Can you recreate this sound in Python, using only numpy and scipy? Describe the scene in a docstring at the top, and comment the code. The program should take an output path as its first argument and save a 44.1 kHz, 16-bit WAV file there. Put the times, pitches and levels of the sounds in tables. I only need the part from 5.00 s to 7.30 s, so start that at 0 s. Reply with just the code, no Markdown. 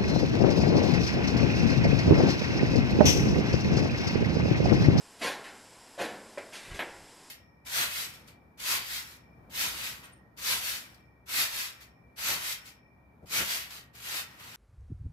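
"""A narrow rock passage, with slow steps on its gritty floor, heard close up.
Grit cracks under the soles, heels knock and thump, and shoes brush over fine grains.
The rock answers each contact with quick echoes, a darkening tail and ringing wall resonances.
Two soft puffs of air and a low handling rumble touch the microphone, over a steady hiss."""
import sys
import numpy as np
from scipy import signal
from scipy.fft import rfft, irfft
from scipy.io import wavfile

SR = 44100
rng = np.random.default_rng(int(sys.argv[2]) if len(sys.argv) > 2 else 0)


def generate_wav(signal):
    """Clip the signal to [-1, 1] and save it as 16-bit WAV at the path in sys.argv[1]."""
    frames = np.transpose(np.atleast_2d(signal))
    scaled = np.clip(frames, -1, 1) * 32767
    pcm = np.round(scaled).astype(np.int16)
    wavfile.write(sys.argv[1], SR, pcm)


N = 101429

# Soles grinding on grit. Each row: start, rise and hold in seconds, release in seconds per 20 dB,
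# level, bass, treble and relative sand level in dB, sand lag in seconds.
SOLE_SCRAPES = [(0.206, 0.0094, .056, 0.1066, -32, -2, -.5, -6.5, 0.025),
                (0.975, 0.015, 0.031, 0.1539, -34.6, 3, -4, -10, 0.0063)]
# The crunch of coarse grit. Each row: frequency in Hz, relative level in dB.
GRIT_TONE = [(60, -30), (150, -12.5), (235, -4), (340, -2.5), (560, -1.5), (950, -3), (1300, -5.5),
             (1700, -2), (2200, -3.5), (2800, -8), (4400, -11.5), (6000, -18.5), (12000, -21)]
# The sizzle of fine sand. Each row: frequency in Hz, relative level in dB.
SAND_TONE = [(1000, -18), (2500, -2.5), (4500, 2.5), (5500, -5), (7000, -1), (8400, -19), (9500, -9.5),
             (12000, -8)]
# Heel and sole knocks. Each row: start in seconds, level, bass and treble in dB.
SHOE_KNOCKS = [(.3395, -18, 1, 9), (1.3752, -11.5, 5, -24), (1.3803, -11, -3, -18), (1.7926, -4.5, 0, 5.5),
               (1.8035, -6, -4, 6), (1.8096, -12, -6, 2), (1.8219, -7.5, 0, -3.5)]
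# The colour of a shoe striking the ground. Each row: frequency in Hz, relative level in dB.
KNOCK_TONE = [(60, -26), (180, -10.5), (330, -2), (580, 1.5), (900, 0), (1400, -2.5), (2100, 2.5),
              (2800, -7), (3900, -13), (5000, -28), (9500, -39), (11600, -23)]
# Dull thumps as the weight comes down. Each row: start in seconds, pitch in Hz, level in dB.
HEEL_THUMPS = [(0.214, 335, -29), (.9775, 560, -29.5), (.993, 604, -28), (1.010, 560, -22.5),
               (1.3752, 640, -32)]
# Light brushes of a shoe. Each row: start, rise and hold in seconds, release in seconds per 20 dB,
# level, bass and treble in dB.
SHOE_BRUSHES = [(0.18, 0.016, .01, 0.35, -53, -2, 3), (0.439, 0.0037, 0.004, 0.13, -39, -7, -10),
                (1.381, .008, 0.034, .03, -47, 4, -18), (1.519, .015, 0.018, 0.13, -41, -3, 0.5),
                (1.616, 0.019, 0.015, 0.49, -48, -4, -3.5), (1.706, 0.0026, 0.017, 0.05, -40.5, -1.5, -15),
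                (1.732, 0.0041, 0.021, 0.15, -45.5, 4, 0.5)]
# The swish of a skimming shoe. Each row: frequency in Hz, relative level in dB.
BRUSH_TONE = [(100, -15), (350, 1.5), (800, -2), (1500, 1), (2200, 2.5), (3300, -0.5), (5000, -4.5),
              (8000, -9), (12000, -11.5)]
# The tail of the passage. Each row: frequency in Hz, time to fall 60 dB in seconds.
PASSAGE_DECAY = [(150, 1.34), (400, 0.86), (1000, 0.77), (2700, 0.46), (7000, 0.25), (12000, 0.19)]
# Resonances between the walls. Each row: pitch in Hz, time to fall 60 dB in seconds, relative gain in dB.
WALL_MODES = [(238, 1, -8), (362, .6, 9), (529.8, 0.19, 8.5), (565.4, 0.24, 14), (701, 0.2, 7),
              (806, 0.4, 10), (1626, 0.21, 13), (1912, 0.26, 7), (2055, 0.5, 11)]
# Puffs of air on the microphone. Each row: centre and width in seconds, level in dB.
AIR_PUFFS = [(1.7202, 0.0019, -33), (1.7457, 0.0022, -36)]
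# Swells of handling rumble. Each row: centre and width in seconds, level in dB.
RUMBLE_SWELLS = [(1.726, 0.043, -49.5), (1.98, 0.086, -61.5)]
# The deep colour of that rumble. Each row: frequency in Hz, relative level in dB.
RUMBLE_TONE = [(10, -2), (35, 0), (100, -3), (200, -11), (600, -61), (3000, -89)]
# The steady bed of hiss. Each row: frequency in Hz, relative level in dB.
HISS_TONE = [(15, -6), (60, -5), (150, -2.5), (350, 0), (550, -1), (1000, 0), (1250, -4.5), (1700, -5.5),
             (3000, -8.5), (4500, -10.5), (5050, -3.5), (5800, -10.5), (6700, -12), (7600, -5.5),
             (8700, -11.5), (12000, -15)]

AGE = np.arange(SR // 2) / SR  # time within one contact, in seconds
COARSE_GRAINS_PER_S, COARSE_SPREAD_DB = 3800, 5.5
FINE_GRAINS_PER_S, FINE_SPREAD_DB = 6000, 4
DIRECT_DB, NEAR_DB, TAIL_DB, MODES_DB = -7.5, -1.5, -9, -7.5


def scrapes():
    """Coarse grit cracks under the sole, and fine sand follows as it slides."""
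    out = np.zeros(N)
    for start, rise, hold, release, db, bass_db, treble_db, sand_db, lag in SOLE_SCRAPES:
        coarse = grit(COARSE_GRAINS_PER_S, COARSE_SPREAD_DB) * pressure(rise, hold, release)
        sand = grit(FINE_GRAINS_PER_S, FINE_SPREAD_DB) * pressure(rise + lag, hold - lag, release)
        crunch = colour(coarse, GRIT_TONE, bass_db, treble_db)
        sizzle = amp(sand_db) * colour(sand, SAND_TONE)
        add(out, start, amp(db) * (crunch + sizzle))
    return out


def grit(per_s, spread_db, slip_s=0.00404, slip_db=2):
    """Grains crack in random clicks, a few of them loud, clumping as the sole sticks and slips."""
    n = len(AGE)
    sizes = amp(spread_db * np.minimum(rng.exponential(1, n), 4))
    clumps = np.interp(AGE / slip_s, np.arange(n), rng.standard_normal(n))
    signs = rng.choice([-1., 1.], n)
    cracks = rng.random(n) < per_s / SR
    return unit_rms(amp(slip_db * clumps) * sizes * signs * cracks)


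def pressure(rise, hold, release):
    """The press of a foot builds, holds and dies away."""
    return np.clip(AGE / rise, 0, 1) * amp(-20 * np.maximum(AGE - rise - hold, 0) / release)


def knocks():
    """Each contact is one short blow, coloured by shoe and ground."""
    out = np.zeros(N)
    for start, db, bass_db, treble_db in SHOE_KNOCKS:
        add(out, start, amp(db) * colour(np.ones(1), KNOCK_TONE, bass_db, treble_db))
    return out


def thumps(rise_s=0.001, t60_s=0.021):
    """The heel lands on packed ground with a short, low note."""
    out = np.zeros(N)
    for start, hz, db in HEEL_THUMPS:
        envelope = amp(db - 60 * AGE / t60_s) * np.minimum(AGE / rise_s, 1)
        add(out, start, envelope * np.sin(2 * np.pi * hz * AGE))
    return out


def brushes():
    """A shoe skims the floor and stirs only fine grains."""
    out = np.zeros(N)
    for start, rise, hold, release, db, bass_db, treble_db in SHOE_BRUSHES:
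        grains = grit(FINE_GRAINS_PER_S, FINE_SPREAD_DB) * pressure(rise, hold, release)
        add(out, start, amp(db) * colour(grains, BRUSH_TONE, bass_db, treble_db))
    return out


def passage(steps):
    """The steps arrive direct, then as near echoes, a darker tail and a ring between the walls."""
    near = amp(NEAR_DB) * echoed(steps, near_walls, patterns=60)
    tail = amp(TAIL_DB) * echoed(steps, far_walls, patterns=3)
    ring = amp(MODES_DB) * signal.fftconvolve(steps, wall_ring())[:N]
    return amp(DIRECT_DB) * steps + near + tail + ring


def near_walls(t60_s=0.088):
    """Quick echoes come off the floor and the nearest rock."""
    taps = reflections(slot=24, length=5000)
    return taps * amp(-60 * AGE[:len(taps)] / t60_s)


def far_walls(rise_s=0.0084):
    """The tail runs down the passage; its treble dies first."""
    hz, age, spectrum = signal.stft(reflections(slot=12, length=SR), SR, nperseg=256)
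    decay = amp(-60 * age / curve_at(PASSAGE_DECAY, hz)[:, None])
    tail = signal.istft(spectrum * decay, SR, nperseg=256)[1][:SR]
    return tail * np.minimum(np.arange(SR) / SR / rise_s, 1)


def wall_ring():
    """Sound caught between the walls rings on at a few pitches."""
    t = np.arange(SR) / SR
    ring = np.zeros(SR)
    for hz, t60, db in WALL_MODES:
        unity_gain = 2 * np.log(1000) / (t60 * SR)  # offsets the build-up of a long resonance
        ring += amp(db - 60 * t / t60) * unity_gain * np.cos(2 * np.pi * hz * t)
    return ring


def reflections(slot, length):
    """Echoes of random sign scatter over length samples, one somewhere in each slot."""
    taps = np.zeros(length)
    starts = np.arange(slot * 2, length - slot, slot)
    taps[starts + rng.integers(0, slot, len(starts))] = rng.choice([-1., 1.], len(starts))
    return taps


def echoed(x, walls, patterns):
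    """Each stretch of sound gets a fresh echo pattern, as the feet move."""
    out, span = np.zeros(N), N // patterns + 1
    for first in range(0, N, span):
        response = walls()
        response /= np.linalg.norm(response)
        add(out, first / SR, signal.fftconvolve(x[first:first + span], response))
    return out


def handling(low_cut_hz=20):
    """Air pressure dips at the microphone, and the hand holding it moves with a low rumble."""
    low_cut = signal.butter(1, low_cut_hz, "high", fs=SR, output="sos")
    puffs = signal.sosfiltfilt(low_cut, -swells(AIR_PUFFS))
    rumble = swells(RUMBLE_SWELLS) * colour(rng.standard_normal(N), RUMBLE_TONE)
    return puffs + rumble


def hiss(level_db=-53.5):
    """Air and microphone hiss make a steady bed with two soft treble peaks."""
    tone = amp(curve_at(HISS_TONE, np.fft.rfftfreq(N, 1 / SR)))
    return amp(level_db) * unit_rms(irfft(rfft(rng.standard_normal(N)) * tone, N))


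def swells(rows):
    """An envelope with one bell-shaped swell for each row."""
    t = np.arange(N) / SR
    return sum(amp(db) * np.exp(-.5 * ((t - centre) / width) ** 2) for centre, width, db in rows)


def colour(x, tone, bass_db=0, treble_db=0, bass_hz=860, treble_hz=3240, size=4096):
    """An equaliser: a tone curve of unit energy, then bass and treble shelves."""
    hz = abs(np.fft.fftfreq(size, 1 / SR))
    bass = bass_db / (1 + (hz / bass_hz) ** 4)
    treble = treble_db * (1 - 1 / (1 + (hz / treble_hz) ** 4))
    gain = unit_rms(amp(curve_at(tone, hz))) * amp(bass + treble)
    minimum_phase = np.exp(np.conj(signal.hilbert(np.log(gain))))  # keeps attacks crisp
    taps = np.fft.ifft(minimum_phase).real
    return signal.fftconvolve(x, taps[:size // 2])[:N]


def curve_at(points, hz):
    """Reads a curve on a logarithmic frequency axis."""
    point_hz, values = np.transpose(points)
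    return np.interp(np.log(hz + 1), np.log(point_hz + 1), values)


def amp(db):
    """Decibels to gain."""
    return 10 ** (np.asarray(db) / 20)


def unit_rms(x):
    """Scales to an rms of one."""
    return x / np.sqrt(np.mean(x ** 2) + 1e-20)


def add(mix, start_s, sound):
    """Lays a sound into the mix at its time."""
    part = mix[round(start_s * SR):][:len(sound)]
    part += sound[:len(part)]


def scene():
    """The feet in the passage over rumble and hiss, alike in both channels."""
    steps = scrapes() + thumps() + knocks() + brushes()
    mono = passage(steps) + handling() + hiss()
    return np.array([mono, mono])


def record(dry):
    """The microphone has a narrow hollow in the mids, and a steep high cut trims the top."""
    dip_hz, dip_q, high_cut_hz = 1215, 16.1, 12050
    notched = signal.lfilter(*signal.iirnotch(dip_hz, dip_q, SR), dry)
    high_cut = signal.firwin(801, high_cut_hz, window=("kaiser", 9), fs=SR)
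    return signal.oaconvolve(notched, high_cut[None], "same")


dry = scene()
out = record(dry)
generate_wav(out)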